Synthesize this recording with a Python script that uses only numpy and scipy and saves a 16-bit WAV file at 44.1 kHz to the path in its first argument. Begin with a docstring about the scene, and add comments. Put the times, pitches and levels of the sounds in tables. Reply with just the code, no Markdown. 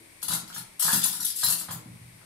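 """A hard-walled kitchen: a hand rummages in the cutlery tray of an open drawer and lifts out a spoon.
Piled steel clinks and chatters, and a fork, a knife and a spoon ring on. Handles clack on the plastic
tray, one drops flat and sets its floor ringing, and the drawer thuds under the weight. Spoon bowls
clash as the spoon comes free, then the drawer rolls shut with a soft rumble from its runners.
The walls answer every hit; a faint hiss and hum lie underneath."""
import sys
import numpy as np
from scipy import signal
from scipy.fft import rfft, irfft
from scipy.io import wavfile

SR = 44100
rng = np.random.default_rng(int(sys.argv[2]) if len(sys.argv) > 2 else 0)


def log_audio(samples):
    """Write samples as a 16-bit WAV file to the path given in sys.argv[1]."""
    # one column per channel
    frames = np.atleast_2d(samples).T
    # limit to full scale, then quantise
    limited = np.clip(frames, -1, 1)
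    pcm = np.round(limited * 32767).astype(np.int16)
    wavfile.write(sys.argv[1], SR, pcm)


N = 99225
T = np.arange(N) / SR
HZ = np.maximum(np.arange(N + 1) * SR / (2 * N), 1)

# Hit levels are set ahead of each layer's gain; focus_hz is the pitch a hit rings most.
# room tone colour: freq_hz, gain_db
ROOM_TONE_EQ = [(25, -8.5), (60, -4), (115, -0.5), (200, -9), (310, -3), (450, -7.5), (800, -10),
                (1000, -7.5), (1300, -13), (1750, -8.5), (2200, -2), (2900, -12.5), (4500, -12.5),
                (6800, -16), (7700, -15.5), (8300, -4), (8800, -19.5), (9400, -4), (10200, -12),
                (11500, -10.5), (12600, -19), (15500, -25)]
# the kitchen's decay: freq_hz, t60_s
KITCHEN_DECAY = [(100, 0.44), (260, 0.74), (700, 0.5), (1800, 0.31), (4800, 0.38), (12800, 0.2)]
# left-right likeness of diffuse sound: freq_hz, correlation
STEREO_LIKENESS = [(100, 1), (200, 0.95), (350, 0), (700, 0), (3000, 0)]

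# weight landing on the drawer: start_s, level_db, focus_hz
DRAWER_THUDS = [(.004, -53.5, 330), (0.227, -51, 195), (0.286, -38, 182), (.335, -39.5, 183),
                (0.431, -48, 210), (0.564, -45, 165), (0.601, -54, 117), (0.846, -38.5, 172),
                (0.926, -31.5, 170), (0.948, -39.5, 242), (0.976, -50, 170), (1.046, -47, 235),
                (1.19, -48, 200), (1.434, -43, 130), (1.48, -44, 142), (1.53, -46, 196), (1.61, -50.5, 228),
                (1.688, -40.5, 124), (1.733, -42, 160), (1.787, -50, 286), (1.855, -44, 188),
                (1.900, -47, 126), (2.005, -46.5, 124), (2.047, -47, 106), (2.139, -52.5, 115)]
# the drawer's body modes: pitch_hz, level_db, t60_s
DRAWER_MODES = [(70.4, -22, .06), (98.3, -5, 0.29), (123.5, -3, 0.31), (169.4, 1, 0.22),
                (195.5, -3.5, 0.12), (219.8, -2, 0.092), (240.3, -8, 0.2), (283.4, -3.5, 0.26),
                (326.6, 0, 0.29), (456, 2.5, 0.14)]

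# steel on steel: start_s, level_db, tilt_db_per_octave, chatter_s
STEEL_CLINKS = [(0.217, -44, -5, 0.014), (0.228, -31.5, 0, 0.0032), (0.248, -41.5, -4.5, 0.0027),
                (0.282, -29, -5, 0.0031), (.292, -28, -2.5, 0.045), (0.313, -34, -7, 0.017),
                (.334, -27.5, -2.5, 0.0021), (0.348, -34, 1, 0.003), (0.476, -44.5, -6, 0.036),
                (0.526, -46.5, -11.5, .012), (.541, -37, -2.5, 0.036), (0.562, -41.5, -9, 0.011),
                (0.577, -36.5, 1, 0.0051), (0.795, -24, -1, 0.018), (0.823, -23, -2.5, 0.014),
                (.843, -23.5, -4.5, 0.046), (0.867, -22.5, -2, 0.075), (0.896, -33, -13, 0.072),
                (0.927, -25, -5, 0.003), (.934, -22.5, -0.5, 0.022), (0.949, -27.5, 11, 0.029),
                (0.965, -30.5, 0, 0.022), (1.017, -33, -7, 0.0016), (1.031, -30, -7, 0.0022),
                (1.038, -22, -1, 0.0048), (1.043, -26, 19, 0.027), (1.078, -31.5, -2.5, 0.012),
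                (1.115, -30, -2, 0.044), (1.202, -31, -1.5, 0.014), (1.228, -33, -3, 0.0061),
                (1.247, -25.5, 2, 0.0057), (1.263, -30, -2, 0.01), (1.282, -37.5, -1.5, 0.005),
                (1.302, -33, -2, 0.0017), (1.353, -38, 5, 0.0087), (1.36, -31, 0, 0.022),
                (1.387, -31.5, -1, 0.014), (1.410, -30.5, -5, 0.015), (1.434, -25.5, -3, 0.0046),
                (1.443, -22.5, 10, 0.0039), (1.461, -28.5, -7.5, 0.013), (1.483, -25, -1.5, 0.012),
                (1.501, -23.5, 4.5, 0.0091), (1.522, -26.5, -2.5, 0.0069), (1.583, -31.5, -2.5, 0.025),
                (1.685, -43, -11.5, 0.027), (1.708, -37, -2.5, 0.012), (1.722, -37, 10, 0.011)]
# colour of the steel heap: freq_hz, gain_db
STEEL_EQ = [(1800, -5), (2500, -13.5), (3200, -5.5), (4200, -3.5), (5000, -4), (5800, -6.5), (7000, -4),
            (8200, -0.5), (9300, 0.5), (10800, 4), (12600, 0.5), (14000, -7), (15500, -11.5)]
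# the steel's highs lean left: freq_hz, left_minus_right_db
STEEL_PAN = [(3000, 0), (6500, 1), (8200, 1.5), (10000, 11), (15000, 9)]

# handles knocking on the tray: start_s, level_db, focus_hz
HANDLE_CLACKS = [(0.226, -46, 920), (.284, -41.5, 1030), (0.306, -38, 1020), (.326, -38.5, 960),
                 (.348, -41.5, 1060), (.402, -52, 1090), (0.5, -46, 1450), (0.561, -42, 1360),
                 (.799, -44, 1230), (0.823, -40, 1030), (0.851, -36.5, 1130), (.881, -29, 1280),
                 (0.911, -35.5, 1280), (.932, -37.5, 1050), (.942, -43.5, 614), (.957, -43, 1020),
                 (1.055, -39.5, 1140), (1.135, -44, 1180), (1.198, -45, 1140), (1.431, -33, 1270),
                 (1.481, -39, 1210), (1.506, -42, 874), (1.610, -45.5, 1120), (1.685, -41, 890),
                 (1.706, -40, 1130), (2.213, -58, 970)]
# the plastic tray's modes: pitch_hz, level_db, t60_s
TRAY_MODES = [(489, -7, 0.035), (618, -5, 0.05), (766, -3, 0.043), (897, -0.5, 0.034), (1018, 2.5, 0.033),
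              (1154, -5, 0.026), (1318, 8.5, 0.026), (1472, 6.5, 0.024), (1666, -0.5, 0.05),
              (1862, -13, 0.11)]

# hits on pieces free to ring: start_s, level_db
FORK_STRIKES = [(.283, -40), (.934, -27), (1.040, -32)]
KNIFE_STRIKES = [(.797, -36), (.826, -32), (.868, -34), (1.040, -33), (1.228, -38), (1.249, -33)]
SPOON_STRIKES = [(1.362, -40), (1.447, -33), (1.485, -32), (1.502, -31), (1.523, -30)]
# their modes: pitch_hz, level_db, t60_s
FORK_MODES = [(2720, -9, .35), (4474, -9, .35), (6266, -4, .25), (7708, -1, .45), (8985, -1, .4),
              (10745, 3, .35), (11472, -2, .55), (12372, -2, .45), (15089, -6, .3)]
KNIFE_MODES = [(4904, -6, .3), (9860, -4, .25), (10001, 2, .3), (10139, -3, .25), (11290, -3, .3),
               (12600, -1, .35)]
SPOON_MODES = [(2700, -9, .3), (6605, -6, .4), (8570, -3, .3), (8975, -4, .3), (9392, -1, .5),
               (10602, 0, .35), (11434, -3, .35), (11745, -1, .35), (12543, 1, .3), (12745, 1, .35),
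               (13532, -1, .42)]

# a handle landing flat: start_s, level_db
HANDLE_DROPS = [(.881, -25.5)]
# the tray floor's modes: pitch_hz, level_db, t60_s
TRAY_FLOOR_MODES = [(925, -4, .11), (1674, 1, .18)]

# spoon bowl against spoon bowl: start_s, level_db, focus_hz
BOWL_CLASHES = [(1.433, -28, 4100), (1.441, -25, 10500), (1.460, -29.5, 4100)]
# the bowls' modes: pitch_hz, level_db, t60_s
BOWL_MODES = [(3230, -10, .12), (3985, 0, .12), (4194, 1, .14), (4996, -7, .18), (10520, 2, .12)]

# rumble envelope of the rolling drawer: time_s, level_db
ROLL_ENVELOPE = [(1.67, -82), (1.70, -47.5), (1.91, -54.5), (1.98, -52), (2.08, -74), (2.25, -63)]
# colour of its runners: freq_hz, gain_db
RUNNER_EQ = [(45, -26), (85, -7), (118, 3.5), (175, -10.5), (310, -23), (450, -21), (1500, -32),
             (4000, -52)]

STEEL_RISE_S, TRAY_RISE_S = .003, .00096


def from_db(db):
    """Decibels to gain."""
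    return 10 ** (np.asarray(db) / 20)


def at_hz(points, hz):
    """Read a table on a log-frequency axis."""
    freqs, values = np.transpose(points)
    return np.interp(np.log(hz), np.log(np.sort(freqs)), values)


def unit(x):
    """Scale to an average energy of 1 per channel."""
    return x / np.sqrt(np.sum(x ** 2) / len(np.atleast_2d(x)) + 1e-20)


def swell(rise_s, t):
    """A rounded attack: contact takes a moment to build."""
    return 1 - np.exp(-(t / rise_s) ** 2)


def fade(t60, t):
    """Exponential decay by 60 dB in t60."""
    return np.exp(-np.log(1000) * t / np.maximum(t60, 1e-3))


def colour(x, gain):
    """EQ a signal with a gain curve over HZ."""
    return irfft(rfft(x, 2 * N) * gain)[..., :N]


def pan(db):
    """Constant-power gains, left louder than right by db."""
    gains = from_db(np.array([[.5], [-.5]]) * db)
    return gains / np.sqrt(np.mean(gains ** 2, axis=0))


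def place(out, start_s, db, hit, hold_s=.02):
    """Mix in a hit whose energy equals that level held for hold_s."""
    i = int(max(start_s, 0) * SR)
    out[:, i:i + hit.shape[-1]] += (from_db(db) * np.sqrt(hold_s * SR) * unit(hit))[..., :N - i]


def diffuse():
    """White stereo noise, alike in both channels only in the bass."""
    alike = np.clip(at_hz(STEREO_LIKENESS, HZ), -.99, .99)
    mid, side = rng.standard_normal((2, N))
    return colour(mid, np.sqrt(1 + alike)) + colour(side, np.sqrt(1 - alike)) * [[1], [-1]]


def noise_bed(eq):
    """Diffuse noise of that colour, rms 1."""
    return np.sqrt(N) * unit(colour(diffuse(), from_db(at_hz(eq, HZ))))


def struck(modes, hits, spread_db, width, rise_s, focus_db=0, detune=0):
    """Each hit rings its own blend of the modes; focus_db is the loss an octave from its focus_hz."""
    hz, mode_db, t60 = np.transpose(modes)
    t = T[:SR // 2]
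    envelopes = fade(t60[:, None], t) * swell(rise_s, t)
    out = np.zeros((2, N))
    for start_s, level_db, *focus_hz in hits:
        strength, polarity, side, spot = rng.standard_normal((4, len(hz)))
        pitch_hz = hz * (1 + detune * spot)  # tuning shifts with the spot struck
        partials = np.sin(2 * np.pi * pitch_hz[:, None] * t) * envelopes
        loss_db = focus_db * sum(np.log2(hz / centre) ** 2 for centre in focus_hz)
        gains = np.sign(polarity) * from_db(mode_db + spread_db * strength - loss_db)
        stereo = np.cos(np.pi / 4 + width * side * np.array([[1], [-1]]))
        place(out, start_s, level_db, (gains * stereo) @ partials)
    return out


def room_tone(level_db=-53):
    """A steady bed of hiss and hum-like low noise, leaning left."""
    return from_db(level_db) * noise_bed(ROOM_TONE_EQ) * pan(4)


def drawer_thuds():
    """The drawer takes the weight and its body answers with soft, low knocks."""
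    return struck(DRAWER_MODES, DRAWER_THUDS, spread_db=2.5, width=.13, rise_s=.0033,
                  focus_db=16, detune=.028)


def kitchen_reverb(build_s=.0032):
    """The hard walls' answer to a click: diffuse noise that dies band by band."""
    noise, tail = diffuse(), 0
    centres = np.geomspace(100, 12800, 8)
    for hz, share in zip(centres, np.eye(len(centres))):
        band = colour(noise, np.interp(np.log(HZ), np.log(centres), share))
        tail = tail + band * fade(at_hz(KITCHEN_DECAY, hz), T)
    return unit(tail * swell(build_s, T))


def chatter(t, chatter_s, graze_s, graze_rise_s=.0014, touches_per_s=900, touch_db=-8):
    """Contact impulses of two pieces: they graze, meet, then chatter to rest."""
    since_hit = t - graze_s
    pressure = np.exp(np.where(t < graze_s, since_hit / graze_rise_s, -(since_hit / chatter_s) ** 2 / 2))
    touching = rng.random(len(t)) < touches_per_s / SR
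    touches = touching * rng.standard_normal(len(t)) * from_db(touch_db) * pressure
    touches[int(graze_s * SR)] = 1  # the main hit
    return touches


def steel_clinks(count=200, t60_s=.054, crack_s=.0058, graze_s=.008, low_cut_hz=1845):
    """Each clink's chatter excites a crack and a fresh set of short modes in the piled steel."""
    out, t = np.zeros((2, N)), T[:4096]
    size = 2 * len(t)
    hz = np.maximum(np.arange(len(t) + 1) * SR / size, 1)
    octaves = np.log2(np.maximum(hz, STEEL_EQ[0][0]))
    low_cut = np.exp(-(low_cut_hz / hz) ** 2)
    bands_hz = np.arange(0, SR / 2, 350)
    for start_s, level_db, tilt_db, chatter_s in STEEL_CLINKS:
        mode_hz = 2400 + 13600 * ((np.arange(count) + rng.random(count)) / count) ** .7
        gains = from_db(3.5 * rng.standard_normal(count)) * rng.choice([-1, 1], (2, count))
        ring = unit(gains @ np.sin(2 * np.pi * mode_hz[:, None] * t) * fade(t60_s, t))
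        crack = from_db(-1) * unit(rng.standard_normal((2, len(t))) * np.exp(-t / crack_s))
        ping = (ring + crack) * swell(STEEL_RISE_S, t)
        touches = chatter(t, chatter_s, graze_s)
        # each pair of pieces favours its own bands
        pair_db = 3 * np.interp(hz, bands_hz, rng.standard_normal(len(bands_hz)))
        eq = from_db(at_hz(STEEL_EQ, hz) + tilt_db * octaves + pair_db) * low_cut
        clink = irfft(rfft(ping, size) * rfft(touches, size) * eq)[:, :len(t)]
        place(out, start_s - graze_s - STEEL_RISE_S / 2, level_db, clink)
    return out


def tray_clacks():
    """Handles knock on the plastic tray: a sharp attack and a short midrange ring."""
    return struck(TRAY_MODES, HANDLE_CLACKS, spread_db=1.5, width=.32, rise_s=TRAY_RISE_S,
                  focus_db=7.5, detune=.033)


def ringing_cutlery():
    """A fork, a knife and a spoon lie free enough to ring on at their own pitches."""
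    pieces = [(FORK_MODES, FORK_STRIKES), (KNIFE_MODES, KNIFE_STRIKES), (SPOON_MODES, SPOON_STRIKES)]
    return sum(struck(modes, hits, spread_db=1, width=.3, rise_s=STEEL_RISE_S) for modes, hits in pieces)


def handle_drop():
    """One handle drops flat and sets the whole tray floor ringing."""
    return struck(TRAY_FLOOR_MODES, HANDLE_DROPS, spread_db=8, width=.23, rise_s=TRAY_RISE_S)


def bowl_clash():
    """Bowl strikes bowl hard as the spoon comes free."""
    return struck(BOWL_MODES, BOWL_CLASHES, spread_db=1, width=.3, rise_s=STEEL_RISE_S, focus_db=6)


def runner_rumble():
    """The runners rumble as the drawer rolls shut."""
    level_db = np.interp(T, *np.transpose(ROLL_ENVELOPE))
    return from_db(level_db) * noise_bed(RUNNER_EQ)


def scene():
    """Steel, tray and drawer hits feed the kitchen reverb, over room tone and runners."""
    reverb = kitchen_reverb()

    def in_room(x, gain_db, send_db):
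        """A layer plus its reverb send."""
        wet = signal.fftconvolve(x, reverb, axes=1)[:, :N]
        return from_db(gain_db) * (x + from_db(send_db) * wet)

    # freely ringing pieces lie on top and are heard more directly
    rings = in_room(ringing_cutlery() + bowl_clash(), gain_db=-3.5, send_db=-6)
    clinks = in_room(steel_clinks(), gain_db=-.5, send_db=.5)
    steel = colour(clinks + rings, pan(at_hz(STEEL_PAN, HZ)))
    clacks = in_room(tray_clacks(), gain_db=-5.5, send_db=3)
    drop = in_room(handle_drop(), gain_db=-5.5, send_db=-6)
    drawer = in_room(drawer_thuds(), gain_db=-2, send_db=-7)
    return steel + clacks + drop + drawer + room_tone() + runner_rumble()


def record(dry, cutoff_hz=15600):
    """A steep low-pass trims the very top of the mix."""
    return signal.sosfilt(signal.ellip(12, .1, 80, cutoff_hz, fs=SR, output="sos"), dry)


dry = scene()
out = record(dry)
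log_audio(out)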